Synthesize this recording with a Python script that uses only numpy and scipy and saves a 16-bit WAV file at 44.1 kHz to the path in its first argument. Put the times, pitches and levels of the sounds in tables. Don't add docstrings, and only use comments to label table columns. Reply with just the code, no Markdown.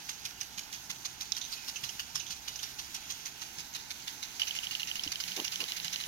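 import sys
import numpy as np
from scipy import signal
from scipy.fft import rfft, irfft, next_fast_len
from scipy.io import wavfile
from scipy.ndimage import uniform_filter1d, map_coordinates

SR = 44100
rng = np.random.default_rng(int(sys.argv[2]) if len(sys.argv) > 2 else 0)


def log_audio(samples):
    frames = np.atleast_2d(samples).T
    limited = np.clip(frames, -1, 1)
    pcm = np.round(limited * 32767).astype(np.int16)
    wavfile.write(sys.argv[1], SR, pcm)


def voltage_ratio(decibels):
    exponent = np.asarray(decibels, float) / 20
    return 10 ** exponent


N = 267687
T = np.arange(N) / SR


def read(points, hz):
    f, v = np.transpose(points)
    return np.interp(np.log(np.maximum(hz, 1)), np.log(f), v)


def colour(x, points):
    size = 4096
    gain_db = read(points, np.arange(size // 2 + 1) * SR / size)
    cepstrum = irfft(gain_db * np.log(10) / 20)
    cepstrum[1:size // 2] *= 2
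    response = irfft(np.exp(rfft(cepstrum[:size // 2], size)))[:size // 2]
    return signal.fftconvolve(x, response[None], axes=1)[:, :N]


def pair(alike):
    size = next_fast_len(N)
    shared = np.clip(read(alike, np.arange(size // 2 + 1) * SR / size), 0, 1)
    a, b = rfft(rng.standard_normal((2, size)), axis=1)
    left = shared * a + np.sqrt(1 - shared ** 2) * b
    return irfft(np.array([left, a]), size, axis=1)[:, :N]


def band(x, hz, width):
    return signal.lfilter(*signal.iirpeak(hz, hz / width, SR), x)


def butter(x, order, hz, kind):
    return signal.sosfilt(signal.butter(order, hz, kind, fs=SR, output="sos"), x)


def unit(x):
    return x / np.sqrt(np.mean(x ** 2))


def walk(rate):
    hold = int(SR / rate)
    steps = np.repeat(rng.standard_normal(N // hold + 1), hold)
    return 1.18 * uniform_filter1d(uniform_filter1d(steps, hold), hold)[:N]


def lumpy(noise, rate, own_db):
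    total = 0
    for hz in 700 * 1.17 ** np.arange(21):
        flicker = voltage_ratio(own_db * walk(min(rate, hz / 12)))
        total = total + band(noise, hz, hz / 6) * flicker
    return unit(total)


def add(out, s, sound):
    i = max(int(s * SR), 0)
    out[:, i:i + sound.shape[1]] += sound[:, :N - i]


# start_s, level_db
SPRAY_LEVEL = [(0, -48), (.29, -50.5), (.98, -51), (1.43, -47), (1.76, -47), (2.13, -49.5), (2.72, -47.5),
               (3.85, -49.5), (4.34, -46.5), (4.46, -42.5), (4.58, -44.5), (5.06, -43.5), (5.7, -41.5),
               (6.07, -42)]
# frequency_hz, density_db (per Hz)
JET_SPECTRUM = [(300, -12), (700, -21.5), (1200, -18), (2000, -2.5), (2900, -2.5), (4000, 0.5), (6000, 0),
                (7500, 3.5), (10000, 0.5), (16000, 0.5)]
# frequency_hz, likeness (0-1)
JET_LIKENESS = [(500, .6), (3000, .45), (6000, .35), (8500, .05)]


def jet():
    s, spray_db = np.transpose(SPRAY_LEVEL)
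    mist_db = -57.5 + 0.74 * (spray_db + 47.5)
    spit = voltage_ratio(0.69 * walk(25.23) + 0.51 * walk(500))
    drops = lumpy(pair(JET_LIKENESS), rate=40, own_db=2.5)
    spray = unit(colour(drops * spit, JET_SPECTRUM))
    low = butter(spray, 4, 7400, "low")
    mist = spray - low
    return low * voltage_ratio(np.interp(T, s, spray_db) + 8.0) + mist * voltage_ratio(np.interp(T, s, mist_db) + 17.5)


# frequency_hz, density_db (per Hz)
AIR_SPECTRUM = [(20, -7), (40, -1), (100, -2.5), (220, -4), (350, -7), (560, -16.5), (850, -1.5),
                (1150, -10), (1500, 1), (3000, -14.5), (8000, -59)]
# frequency_hz, likeness (0-1)
AIR_LIKENESS = [(30, .25), (70, .45), (150, .65), (350, .72), (700, .65), (1300, .1)]


def field_air():
    return unit(colour(pair(AIR_LIKENESS), AIR_SPECTRUM)) * voltage_ratio(-57 + 0.41 * walk(3.1))


# start_s, level_db
BREEZE = [
    (0, -6),
    (1.7, -4),
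    (2.0, 6),
    (2.8, 3.5),
    (3.3, -5),
    (6.07, -4),
]
# pitch_hz, level_db, breeze_share (ratio), late_swell_db
TONES = [
    (65.4, -66, .95, .01),
    (127.6, -70, 0.39, -2),
    (177.5, -79, -0.091, 15),
]


def pump():
    width_hz, throb_db, throb_rate_hz = 8.2, 2, 2.87
    swell_middle_s, swell_length_s = 4.98, 0.18
    breeze_db = np.interp(T, *np.transpose(BREEZE))
    late = 1 / (1 + np.exp((swell_middle_s - T) / swell_length_s))
    out = np.zeros((2, N))
    for hz, db, share, swell_db in TONES:
        hum = band(pair([(30, 0.32), (200, 0.88)]), hz, width_hz)
        hum = unit(band(hum, hz, 2 * width_hz))
        throb = throb_db * walk(throb_rate_hz)
        out += hum * voltage_ratio(db + share * breeze_db + swell_db * late + throb - 5)
    return out


# start_s, facing (0-1)
SPOON_FACING = [(0, 1), (1.0, 1), (1.9, .5), (2.6, 0.66), (2.9, 0.87), (3.5, 0.8), (3.8, 1), (4.4, 0.99),
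                (4.85, 1.01), (5.15, 0.56), (5.6, 0.88), (6.07, .55)]
# frequency_hz, density_db (per Hz)
CUT_SPECTRUM = [(500, -15), (1200, -6.5), (2000, -3.5), (3000, -2.5), (4500, 1.5), (6200, -1), (8000, 0.5),
                (11000, 0), (16000, -4.5)]
# frequency_hz, likeness (0-1)
CUT_LIKENESS = [(500, .7), (3000, .62), (6000, .55), (8500, .1)]


def cuts(table, low_hz, low_width, low_offset_db, rise, usual_fall_db, patter_db, patter_s):
    usual_db, usual_s = -25.5, .024
    fall_per_db, fall_db_per_s = 0.94, 445
    hidden_db = -22
    mist_rise_s, mist_hang_s, hang_share = 0.002, 0.019, 0.15
    out = np.zeros((2, N))
    noise = colour(lumpy(pair(CUT_LIKENESS), rate=150, own_db=3.2), CUT_SPECTRUM) * voltage_ratio(2.8 * walk(800))
    t = np.arange(6000) / SR
    for s, db, hz, length in table:
        low_db = hidden_db * (1 - np.interp(s, *np.transpose(SPOON_FACING)))
        low_gain = voltage_ratio(low_db + low_offset_db) - 1
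        water = noise[:, int(s * SR):int(s * SR) + len(t)]
        u = t[:water.shape[1]] - .021
        water = water + 1.16 * band(water, hz, 250) + low_gain * band(water, low_hz, low_width)
        octaves = (np.arange(6) + rng.random(6)) / 6
        water = water + .7 * sum(band(water, 2000 * 3.6 ** k, 160) for k in octaves)

        fall_db = usual_fall_db + fall_per_db * (db - usual_db) + fall_db_per_s * (length - usual_s)
        inside = voltage_ratio(-fall_db * (1 - np.exp(-u / (.5 * length))))
        inside = inside / (1 + np.exp((u - length) / .0022))
        patter = voltage_ratio(patter_db) * np.exp(-u / patter_s)
        patter = patter + voltage_ratio(-23) * np.exp(-((u - .058) / 0.0044) ** 2)
        shape = np.where(u < 0, np.exp(np.minimum(u, 0) / rise), inside + patter)
        strength = np.sqrt(np.sum((water * shape) ** 2) / np.sum(2 * shape ** 2))

        mist = butter(water, 4, 7400, "high")
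        late = uniform_filter1d(shape, int(mist_rise_s * SR), origin=int(0.12 * mist_rise_s * SR))
        hang = uniform_filter1d(late, int(mist_hang_s * SR), mode="constant")
        late = (1 - hang_share) * late + hang_share * hang
        sound = water * shape + mist * (late - shape)
        add(out, s - .02, sound / strength * voltage_ratio(db - 4.5))
    return butter(out, 3, [1150, 15000], "band")


# start_s, peak_db, brightest_hz, length_s
FORWARD_CUTS = [(.0916, -26, 6400, .022), (.2518, -24.5, 5820, 0.021), (.409, -27.5, 5900, 0.03),
                (.58, -25, 6600, 0.018), (.728, -28.5, 6300, 0.036), (.901, -24.5, 6600, 0.011),
                (1.0533, -24.5, 6400, 0.013), (1.2094, -26, 6210, 0.029), (1.3673, -25.5, 5790, .021),
                (1.5234, -24.5, 4400, 0.017), (1.6816, -25.5, 5400, 0.021), (1.8387, -23.5, 5200, 0.016),
                (1.9955, -24, 2920, 0.017), (2.154, -21, 5400, 0.047), (2.306, -26.5, 6100, 0.031),
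                (2.481, -25, 2950, 0.012), (2.63, -25.5, 5650, 0.018), (2.7903, -27, 6030, 0.013),
                (2.946, -26.5, 5760, 0.023), (3.104, -25.5, 6500, 0.021), (3.259, -28, 6650, 0.028),
                (3.4156, -30, 6240, 0.022), (3.5854, -29, 5400, 0.024), (3.7516, -26, 3800, 0.018),
                (3.9064, -27.5, 3730, 0.015), (4.077, -26.5, 3600, 0.023), (4.228, -27.5, 3950, 0.028)]


def forward_sweep():
    return cuts(FORWARD_CUTS, 2300, 800, 0.93, 0.0037, 12.8, -10.5, 0.048)


# start_s, peak_db, pitch_hz, decay_s
CASING_KNOCKS = [
    (5.064, -41.5, 294, 0.008),
    (5.068, -47.5, 87, 0.01),
                 (0.251, -54, 130, .015),
    (.575, -53, 190, .013),
    (5.847, -51, 150, 0.013),
    (0.896, -55, 170, 0.02),
    (1.832, -50.5, 129, 0.015),
    (2.145, -52, 141, 0.025),
    (2.299, -53, 181, 0.0093),
    (3.335, -59, 186, 0.016),
    (3.581, -52, 164, 0.018),
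    (4.951, -55.5, 190, 0.011),
]


def thuds():
    out, t = np.zeros((2, N)), np.arange(4000) / SR
    for s, db, hz, decay in CASING_KNOCKS:
        mode = np.sin(2 * np.pi * hz * t) * np.exp(-t / decay)
        add(out, s, np.tile(mode, (2, 1)) * voltage_ratio(db))
    return out


# start_s, peak_db, low_ring_hz, length_s
CASING_CREAKS = [(1.256, -37, 4160, .0089), (1.331, -36, 3630, .01), (1.348, -29.5, 3740, .013),
                 (1.4123, -24.5, 3900, 0.018), (1.438, -32, 3580, 0.011), (1.4493, -28.5, 3740, .0082),
                 (1.459, -36, 4130, 0.0092), (1.647, -45, 4000, .0048), (1.7574, -27, 2880, 0.015),
                 (1.852, -28, 4200, 0.021), (1.891, -23.5, 3070, 0.0065), (2.195, -28.5, 3830, .017),
                 (2.2, -28, 2820, 0.028), (2.261, -32, 3500, 0.043), (2.325, -40, 2920, 0.0065),
                 (2.532, -44, 3940, .011), (2.59, -29.5, 3260, 0.012), (2.647, -32, 3160, 0.0056)]
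# start_s, peak_db, low_ring_hz, length_s
CASING_SNAPS = [
    (.411, -22, 5580, 0.0026),
    (1.3207, -12.5, 5300, 0.00073),
    (1.324, -17.5, 3950, 0.0017),
    (2.158, -25, 5370, .0016),
    (2.5577, -24, 5440, .005),
    (3.737, -34, 6500, .003),
]


def creaks():
    short_db, long_db, short_slip_s = -5, -11.5, .004
    near_pan_db, faint_db, pan_span_db = -17, -43, 15
    out, t = np.zeros((2, N)), np.arange(2000) / SR
    for s, db, hz, length in CASING_CREAKS + CASING_SNAPS:
        low_db = long_db + (short_db - long_db) * np.exp(-(length / short_slip_s) ** 2)
        pan_db = near_pan_db * np.tanh((db - faint_db) / pan_span_db)
        chance = rng.standard_normal((2, len(t)))
        envelope = np.exp(-t / length) * np.minimum(t / (0.074 * length), 1)
        snaps = chance[0] * voltage_ratio(5.4 * chance[1]) * envelope
        snaps[3] += 6 * np.exp(-length / 0.0031)
        high_ring = band(band(snaps, 5820, 520), 6400, 550)
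        low_ring = band(band(snaps, hz, 740), hz, 740)
        sound = 0.93 * high_ring + voltage_ratio(low_db + 11) * low_ring + 0.41 * band(snaps, 5000, 4000)
        sound = butter(sound, 2, 1700, "high")
        sound = sound / np.abs(sound).max()
        add(out, s, np.array([voltage_ratio(pan_db + 3.5), 1])[:, None] * sound * voltage_ratio(db + 2))
    return out


# start_s, end_s
BIRD_SPAN = (1.545, 1.655)
BIRD_PITCH = (2490, 2530, 2460)


def bird():
    start, end = BIRD_SPAN
    u = np.clip((T - start) / (end - start), 0, 1)
    pitch = np.interp(u, (0, .5, 1), BIRD_PITCH)
    return voltage_ratio(-51) * np.sin(np.pi * u) ** 0.38 * np.sin(2 * np.pi * np.cumsum(pitch) / SR)


# start_s, peak_db, brightest_hz, length_s
RETURN_CUTS = [(4.3967, -21.5, 5740, .036), (4.4716, -25, 5940, 0.029), (4.5503, -24.5, 6700, 0.033),
               (4.6333, -28.5, 5800, 0.027), (4.7105, -26, 4240, 0.03), (4.796, -27, 4180, .026),
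               (4.8728, -26.5, 6100, 0.035), (4.9551, -26.5, 5700, .031), (5.035, -25, 5230, .034),
               (5.1183, -22, 4500, 0.036), (5.201, -24, 5170, 0.026), (5.2779, -27, 5570, 0.036),
               (5.363, -22, 5900, .048), (5.4438, -22.5, 5750, 0.042), (5.5194, -25, 3970, 0.03),
               (5.603, -20.5, 4300, 0.039), (5.681, -27.5, 3950, 0.031), (5.764, -27, 4000, 0.019),
               (5.8447, -23.5, 4900, 0.032), (5.9275, -22.5, 3900, 0.023), (6.002, -27, 3940, 0.022)]


def return_sweep():
    return cuts(RETURN_CUTS, 2880, 200, 14, 0.0013, 6.4, -40, 0.012)


# start_s, peak_db
STOP_CLACKS = [(4.4183, -13), (4.432, -22), (4.509, -20.5), (4.588, -21.5), (4.6696, -23.5), (4.751, -19.5),
               (4.8315, -21), (4.9136, -21), (4.9946, -21), (5.0764, -22), (5.157, -23.5), (5.238, -24),
               (5.319, -24.5), (5.4, -23), (5.4796, -24), (5.5578, -25), (5.64, -24.5), (5.72, -23),
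               (5.8, -25.5), (5.881, -25.5), (5.9598, -24), (6.0383, -27.5)]


def clacks():
    seen_s, swing_s = 5.08, .08
    rattle_db, rattle_s, rattle_width_hz = -22, 0.02, 440
    out, t = np.zeros((2, N)), np.arange(2000) / SR
    for s, db in STOP_CLACKS:
        seen = 1 / (1 + np.exp((seen_s - s) / swing_s))
        tick_db = np.interp(seen, (0, 1), (-16.5, -2.5))
        contact_s = np.interp(seen, (0, 1), (0.0013, 0.00099))
        hz = 2994 * (1 + .015 * rng.standard_normal())
        swell = (t / contact_s) ** 2 * np.exp(2 - 2 * t / contact_s * 0.9) / 3
        ring = np.sin(2 * np.pi * hz * t) * swell
        tick = unit(band(rng.standard_normal(len(t)), 4360, 1300)) * swell
        rattle = unit(band(rng.standard_normal((2, len(t))), hz, rattle_width_hz)) * np.exp(-t / rattle_s)
        add(out, s, rattle * voltage_ratio(db + rattle_db - 2.2 * seen))
        blow = np.array([.8 * ring, ring]) + voltage_ratio(tick_db + 0.1) * tick
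        add(out, s - .0005, blow * voltage_ratio(db + 6))
    return out


# start_s, level_db, centre_hz, length_s
FINGER_RUBS = [
    (5.362, -48, 340, .066),
    (5.362, -52, 930, .055),
    (5.588, -56.5, 330, .066),
    (5.59, -56, 1020, .06),
]


def rubs():
    out, t = np.zeros((2, N)), np.arange(4000) / SR
    for s, db, hz, length in FINGER_RUBS:
        pressure = np.sin(np.pi * np.clip(t / length, 0, 1)) ** 0.67
        push = voltage_ratio(1.7 * walk(148)[:len(t)]) * rng.standard_normal(len(t)) * pressure
        sound = band(band(push, hz, .9 * hz), hz, .9 * hz)
        level = sound[:int(length * SR)].std()
        add(out, s, np.outer([1, voltage_ratio(-3)], sound) / level * voltage_ratio(db))
    return out


# start_s, left_lead_ms
PHONE_TURN = [
    (0, -.4),
    (.75, -.3),
    (1.0, .43),
    (3.1, .39),
    (3.6, .5),
    (6.07, .54),
]


def scene():
    left, right = jet() + forward_sweep() + return_sweep() + clacks()
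    lead = np.interp(T, *np.transpose(PHONE_TURN)) * SR / 1000
    left = map_coordinates(left, [np.arange(N) + lead], order=3, mode="nearest")
    near = creaks() + rubs() + thuds()
    far = field_air() + pump() + bird()
    return np.array([left, right]) + near + far


def roll_off(x):
    return signal.sosfilt(signal.butter(12, 16510, fs=SR, output="sos"), x)


# frequency_hz, gain_db
LEFT_PORT = [(30, -1), (200, 3), (1000, 2), (2000, -8.5), (3000, -3), (4500, -7.5), (6500, -10),
             (8000, -13.5), (11000, -12.5), (13000, -12.5), (16000, -24)]
# frequency_hz, gain_db
RIGHT_PORT = [(30, 4), (1000, 5), (2000, -0.5), (2900, 2.5), (3600, 0), (5000, 0.5), (6300, 4.5),
              (7000, -2.5), (7500, -19.5), (9500, -15), (12500, -6), (16000, -12)]


def record(dry):
    ports = np.vstack([colour(dry[:1], LEFT_PORT), colour(dry[1:], RIGHT_PORT)])
    ports = signal.sosfilt(signal.ellip(12, .2, 70, 15830, fs=SR, output="sos"), ports)
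    return roll_off(ports)


dry = scene()
out = record(dry)
log_audio(out)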